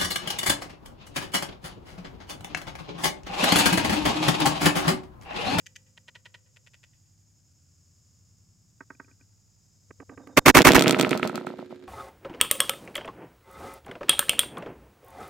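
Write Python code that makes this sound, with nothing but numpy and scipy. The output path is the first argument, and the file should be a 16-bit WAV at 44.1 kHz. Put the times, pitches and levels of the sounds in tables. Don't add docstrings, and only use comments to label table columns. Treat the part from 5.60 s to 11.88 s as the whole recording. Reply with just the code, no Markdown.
import sys
import numpy as np
from scipy import signal
from scipy.fft import rfft, irfft
from scipy.io import wavfile
from scipy.ndimage import uniform_filter1d

SR = 44100
rng = np.random.default_rng(int(sys.argv[2]) if len(sys.argv) > 2 else 0)


def level_to_linear(level):
    exponent = np.asarray(level, float) / 20
    return 10 ** exponent


def transcribe(signal):
    frames = np.atleast_2d(signal).T
    limited = np.clip(frames, -1, 1)
    pcm = np.round(limited * 32767).astype(np.int16)
    wavfile.write(sys.argv[1], SR, pcm)


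N = 276869
LENGTH = round(1.8 * SR)


def evened(x):
    return x / np.sqrt(np.mean(x ** 2) + 1e-20)


def read(points, hz):
    f, value = np.transpose(points)
    return np.interp(np.log(hz + 1), np.log(f + 1), value)


def add(mix, s, sound):
    part = mix[:, round(s * SR):][:, :sound.shape[1]]
    part += sound[:, :part.shape[1]]


def sides(db):
    return level_to_linear(np.array([db, -db]) / 2)


def noise(spectrum, same, size):
    hz = np.fft.rfftfreq(size, 1 / SR)
    left, other = rfft(rng.standard_normal((2, size)))
    likeness = np.clip(read(same, hz), 0, 1)
    right = likeness * left + np.sqrt(1 - likeness ** 2) * other
    return evened(irfft(np.array([left, right]) * level_to_linear(read(spectrum, hz)), size))


def ring(modes, split_hz, gains_db, scatter_db, contact):
    hz, db, t60 = np.transpose(modes)[:, :, None]
    t = np.arange(round(.3 * SR)) / SR
    chance = rng.standard_normal((3, len(modes)))
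    strength = level_to_linear(scatter_db * (chance[0] + 0.49 * chance[1:]))
    shapes = level_to_linear(db - 60 * t / t60) * np.sin(2 * np.pi * hz * t)
    push = np.sin(np.pi * np.minimum(t[:200] / contact, 1)) ** 2
    group = np.digitize(hz[:, 0], split_hz)
    out = 0
    for k, gain_db in enumerate(gains_db):
        sound = (strength * (group == k)) @ shapes
        sound = signal.lfilter(np.diff(push), 1, sound)
        out = out + level_to_linear(gain_db) * sound / abs(sound).max()
    return out


# hz [Hz], relative_level_db [dB]
WOOD_COLOUR = [(20, -36), (50, -14.5), (75, -11), (96, 2.5), (123, -9), (154, -9), (210, -18.5), (260, -23),
               (400, -30), (600, -33.5), (2000, -39), (4300, -40), (4800, -30), (5200, -23), (5800, -32.5),
               (6800, -21), (7600, -28), (8800, -42.5), (16000, -45)]
# hz [Hz], likeness [0 to 1]
WOOD_LIKENESS = [(60, 0.67), (180, 1), (550, 0.38), (1650, 0.27), (4970, 0.78), (15000, 0.92)]
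# middle_s [s], length_s [s], pitch_hz [Hz], level_db [dB before wavering]
THIN_TONES = [(.08, 0.21, 527, -76), (0.934, 0.0026, 2470, -61), (1.232, .006, 1550, -61),
              (1.25, .03, 3690, -75), (1.215, .03, 500, -55), (1.22, .03, 1190, -65.5)]


def wood():
    t = np.arange(LENGTH) / SR
    swell, waver = (evened(uniform_filter1d(v, size=3000)) for v in rng.standard_normal((2, LENGTH)))
    tones = 0
    for middle_s, length_s, pitch_hz, level_db in THIN_TONES:
        envelope = level_to_linear(level_db + 2.5 * waver) * np.exp(-((t - middle_s) / length_s) ** 2)
        tones = tones + envelope * np.sin(2 * np.pi * pitch_hz * t + 1.6 * swell)
    air = level_to_linear(-60.5) * noise(WOOD_COLOUR, WOOD_LIKENESS, LENGTH)
    return air * level_to_linear(.6 * swell) + tones


# pitch_hz [Hz], relative_level_db [dB], t60_s [s]
GRIP_MODES = [(500, 10.5, 0.011), (956, -1, 0.026), (1410, 4, 0.017), (1940, 4, 0.024), (2480, 12, 0.0056),
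              (2983, 4.5, 0.01), (3400, -5, 0.016), (3900, -23, 0.0087), (4700, 9, 0.004),
              (6230, 9, 0.0033), (11500, 1, 0.0033)]
# middle_s [s], length_s [s], level_db [dB], bass_db [dB re level], treble_db [dB re level]
CREAK_RUNS = [(.067, 0.0046, -35, -43, -2.5), (0.2089, .006, -36.5, -12.5, -21),
              (.349, .006, -44.5, -15.5, -11)]


def creaks():
    count, reach = 9, 1.6
    upper_hz = 1600
    thin = signal.butter(3, upper_hz, "high", fs=SR, output="sos")
    low = [mode for mode in GRIP_MODES if mode[0] < upper_hz]
    high = GRIP_MODES[len(low):]
    out = []
    for middle_s, length_s, level_db, bass_db, treble_db in CREAK_RUNS:
        place = np.linspace(-1, 1, count) + rng.uniform(-0.9, 1, count) / count
        for u, (size, side) in zip(reach * place, rng.standard_normal((count, 2))):
            slip_db = level_db - 5.4 * u ** 2 + 3 * size
            sound = signal.sosfilt(thin, ring(high, [4500], (slip_db, slip_db + treble_db), 6.2, 0.00013))
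            sound = sound + ring(low, [], [slip_db + bass_db], 4.7, 0.00036)
            out.append((middle_s + u * length_s, sides(5 * side)[:, None] * sound))
    return out


# pitch_hz [Hz], relative_level_db [dB], t60_s [s]
HOUSING_MODES = [(278, 0.5, 0.054), (383, -18, 0.07), (492, -11, 0.029), (655, -20, 0.035), (936, 5, 0.02),
                 (1174, 9, 0.014), (1280, -17.5, 0.12), (1290, -19.5, 0.082), (1522, 11, 0.02),
                 (1840, 7, 0.017), (2110, -27, 0.02), (2930, -25, 0.013)]
# start_s [s], thud_db [dB before the scrape], snap_db [dB before the scrape], length_s [s], left_right_db [dB]
LATCH_MOVES = [(0.884, -36, -28.5, 0.0054, -5), (0.932, -54, -58, 0.0012, -2),
               (1.182, -30.5, -32, 0.0063, -6), (1.195, -36, -66.5, 0.045, -6),
               (1.235, -40, -81, .02, -4.5), (1.265, -48, -63.5, .02, -10.5), (1.282, -36, -47, .008, -9)]


def latch():
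    t = np.arange(1500) / SR
    out = []
    for start_s, thud_db, snap_db, length_s, left_right_db in LATCH_MOVES:
        envelope = np.exp(-(t / length_s) ** 2) * (1 - np.exp(-t / 0.013))
        scrape = rng.standard_normal(len(t)) * envelope
        scrape /= np.linalg.norm(scrape)
        blow = ring(HOUSING_MODES, [750], (thud_db, snap_db), 0.5, 0.00057)
        sound = signal.fftconvolve(blow, scrape[None], axes=1)
        out.append((start_s, sides(left_right_db)[:, None] * sound))
    return out


# hz [Hz], relative_level_db [dB per Hz]
BRIGHT_COLOUR = [(40, -34), (100, 3), (250, -4), (600, -3), (825, -3.5), (1290, -2), (2100, -7.5),
                 (2600, -9), (3100, -16), (6000, -19), (9400, -24.5), (13200, -23), (14700, -24),
                 (16000, -34.5)]
DULL_COLOUR = [(40, -67.5), (100, -37), (200, -3), (277, 6.5), (360, -18.5), (472, -1), (558, -19),
               (800, -28.5), (1610, -18), (4200, -24.5), (6000, -37), (9000, -56), (16000, -81.5)]
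# hz [Hz], likeness [0 to 1]
BOW_LIKENESS = [(60, .8), (500, .84), (1650, .88), (3500, .5), (6000, .3), (15000, .3)]


def rush():
    t = np.arange(LENGTH) / SR - 1.2885
    after = np.maximum(t - .033, 0)
    level = np.hypot(level_to_linear(-9 - 420.5 * after), level_to_linear(-19 - 124 * after))
    level = level * level_to_linear(6002.5 * np.minimum(t, 0))
    dull = 0.2 + (0.99 - 0.2) * np.minimum(after / 0.019, 1)
    lumps = evened(uniform_filter1d(rng.standard_normal(LENGTH), size=60))
    bright_part = np.sqrt(1 - dull) * noise(BRIGHT_COLOUR, BOW_LIKENESS, LENGTH)
    dull_part = np.sqrt(dull) * noise(DULL_COLOUR, BOW_LIKENESS, LENGTH)
    return level * level_to_linear(4.13 * lumps) * (bright_part + dull_part)


RELEASE_S = 1.289
# level_db [dB in the shot], start_pitch_hz [Hz], t60_s [s]
RECOIL = (-23, 111, 0.01)
# level_db [dB in the shot], pitch_hz [Hz], t60_s [s]
LURCH = (-30, 34, .05)


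def kick():
    t = np.arange(round(.5 * SR)) / SR
    level_db, pitch_hz, t60_s = RECOIL
    cycles = pitch_hz * t * (1 - 4.5 * np.minimum(t, .1))
    recoil = level_to_linear(level_db - 60 * np.maximum(t - .04, 0) / t60_s) * np.sin(2 * np.pi * cycles)
    level_db, pitch_hz, t60_s = LURCH
    lurch = level_to_linear(level_db - 60 * np.maximum(t - .045, 0) / t60_s) * np.sin(2 * np.pi * pitch_hz * t)
    return np.tile(recoil + lurch * np.minimum(t / 0.015, 1), (2, 1))


LIMB_PITCHES = [272, 362, 540, 635]
# level_db [dB in the shot], t60_s [s]
LIMB_DECAYS = [(-22.5, 0.5), (-20, 0.74), (-37, 0.66), (-37, .45)]


def limb_ring():
    t = np.arange(round(.5 * SR)) / SR
    lag = np.array([[0], [.08]])
    out = 0
    for pitch_hz, (level_db, t60_s) in zip(LIMB_PITCHES, LIMB_DECAYS):
        wave = np.sin(2 * np.pi * (pitch_hz * t + rng.random() + lag))
        out = out + level_to_linear(level_db - 60 * t / t60_s) * wave
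    return out * np.minimum(t / 0.021, 1)


# [dB, relative]
STRING_SLAPS = [(1.3094, 5), (1.3187, 2), (1.3393, -10), (1.3575, -1.5), (1.3646, -13), (1.3726, -6),
                (1.3864, 0.5), (1.4022, -11.5), (1.4685, -17.5), (1.4875, -30)]
# [dB, relative]
STOCK_KNOCKS = [(1.345, -0.5, -3.5), (1.3498, -15.5, -6), (1.373, -6.5, -21), (1.4083, -10, -11.5),
                (1.415, -19, -22), (1.4234, -17.5, -6), (1.3925, -20.5, -23), (1.4356, -28, -36),
                (1.444, -16, -24), (1.4553, -19, -21), (1.462, -49, -23), (1.4901, -19.5, -18.5),
                (1.5239, -26, -28), (1.5421, -44, -34.5), (1.5594, -29.5, -37.5)]


def strikes():
    knock_tick_db = -21
    rows = [(s, db - 15.5, db - 9, db) for s, db in STRING_SLAPS]
    rows += [(s, thud_db, snap_db, snap_db + knock_tick_db) for s, thud_db, snap_db in STOCK_KNOCKS]
    start, end, count = 1.32, 1.62, 16
    for s, size in zip(rng.uniform(start, end, count), rng.standard_normal(count)):
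        thud_db = -15 - 128.5 * (s - start) + 5.5 * size
        snap_db = thud_db - 1
        rows.append((s, thud_db, snap_db, snap_db + knock_tick_db))
    return rows


# pitch_hz [Hz], relative_level_db [dB], t60_s [s]
STOCK_MODES = [(181, 7, 0.019), (272, 6.5, 0.038), (408, -4.5, 0.041), (524, -5.5, 0.025),
               (621, -10.5, 0.042), (757, 12.5, 0.0047), (954, -24.5, 0.043), (1320, -4.5, 0.021),
               (1550, -5.5, 0.0022), (1920, 6, 0.0025), (2360, 6.5, 0.0037), (2480, -17.5, 0.0056),
               (3180, -19, 0.0019)]
# hz [Hz], relative_level_db [dB]
TICK_COLOUR = [(2000, -34), (3500, 9.5), (5000, 2), (7500, 1.5), (10000, -5.5), (13000, -9.5), (14800, -5),
               (16000, -13)]


def slaps():
    t = np.arange(1024) / SR
    tick_fade = np.exp(-t / 0.00094) + 0.086 * np.exp(-t / 0.007)
    out = []
    for s, thud_db, snap_db, tick_db in strikes():
        tick = noise(TICK_COLOUR, BOW_LIKENESS, len(t)) * tick_fade
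        out.append((s, level_to_linear(tick_db - 9.5) * tick))
        contact = 0.00031 * level_to_linear(-.3 * snap_db)
        blow = -ring(STOCK_MODES, [750], (thud_db + 4, snap_db), 7.4, contact)
        out.append((s - contact / 2, blow))
    return out


def echoed(x):
    t = np.arange(round(.5 * SR)) / SR
    tail = rng.standard_normal((2, len(t))) * level_to_linear(-60 * t / 0.2) * (t > 0.0066)
    tail = signal.sosfilt(signal.butter(1, (500, 7000), "band", fs=SR, output="sos"), tail)
    return x + level_to_linear(-20.5) * signal.fftconvolve(x, tail / np.linalg.norm(tail[0]), axes=1)[:, :LENGTH]


def ducked(x):
    threshold_db, share, recover_db_per_s = -29.5, 0.28, 2
    power_db = 10 * np.log10(abs(uniform_filter1d((x ** 2).mean(0), size=200)) + 1e-12)
    fall = np.arange(LENGTH) * recover_db_per_s / SR
    cut_db = share * np.maximum(power_db - threshold_db, 0)
    held_db = np.maximum.accumulate(cut_db + fall) - fall
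    return x / level_to_linear(np.maximum(held_db, 0))


# [list of ms, one per piece]
PIECE_OFFSETS = [(0, [0, -6.3, 6.2, -10.2, 8.2, -5.3, -2.8, 3.5, -9.6, 8.9, 2.3, 5.4]),
                 (25, [-9.8, 2.7, -4.9, -11, 10.5, 2.1]),
                 (35, [4.8, .5, -3.4, 4.6, .4, 2, 2.7, -8.2, 6.5, 9.8, -3, 4, -6.2, 1.4, -.5, 1, -8.8, .8])]


def slowed(x):
    first_s, piece_s, slowing, fade_s = .02464, .119165, 4, .0075
    size, reach = round(.02 * SR), round(.011 * SR)
    listed = {first + k: ms / 1000 for first, run in PIECE_OFFSETS for k, ms in enumerate(run)}
    t, mid = np.arange(N) / SR, x.mean(0)
    out = x[:, np.minimum(np.arange(N) + round(piece_s * (1 - 1 / slowing) * SR), LENGTH - 1)]
    for k, s in enumerate(np.arange(first_s, N / SR, piece_s)):
        even = round((first_s + k * piece_s / slowing) * SR)
        if k in listed:
            source = even + round(listed[k] * SR)
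        else:
            going = mid[source + round(piece_s * SR):][:size]
            nearby = mid[even - reach:even + reach + size]
            source = even - reach + np.argmax(np.correlate(nearby, going))
        on = slice(round((s - fade_s) * SR), round((s + piece_s + fade_s) * SR))
        share = np.clip((t[on] - s) / fade_s + .5, 0, 1)
        piece = x[:, np.arange(N)[on] + source - round(s * SR)]
        out[:, on] = (1 - share) * out[:, on] + share * piece
    return out


# hz [Hz], left_right_db [dB]
BOW_SIDE = [(30, -8.5), (60, -9), (180, -4), (550, -6), (1650, -3), (4970, -1.5), (15000, -1)]


def scene():
    shot, struck, small = np.zeros((2, LENGTH)), rush(), np.zeros((2, LENGTH))
    for s, sound in creaks() + latch():
        add(small, s, sound)
    add(shot, RELEASE_S, kick() + limb_ring())
    for s, sound in slaps():
        add(struck, s, sound)
    shot = shot + signal.sosfilt(signal.butter(3, 120, "high", fs=SR, output="sos"), struck)
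    shot = irfft(rfft(shot) * sides(read(BOW_SIDE, np.fft.rfftfreq(LENGTH, 1 / SR))), LENGTH)
    heard = ducked(wood() + echoed(small + level_to_linear(8.0) * shot))
    return slowed(1.32 * np.tanh(heard / 1.242))


def band_limit(x):
    return signal.sosfilt(signal.butter(12, 16270, fs=SR, output="sos"), x)


def record(dry):
    band = signal.sosfilt(signal.butter(2, 22, "high", fs=SR, output="sos"), dry)
    band = signal.sosfiltfilt(signal.butter(12, 16000, fs=SR, output="sos"), band)
    return band_limit(np.clip(band, -1, 1))


dry = scene()
out = record(dry)
transcribe(out)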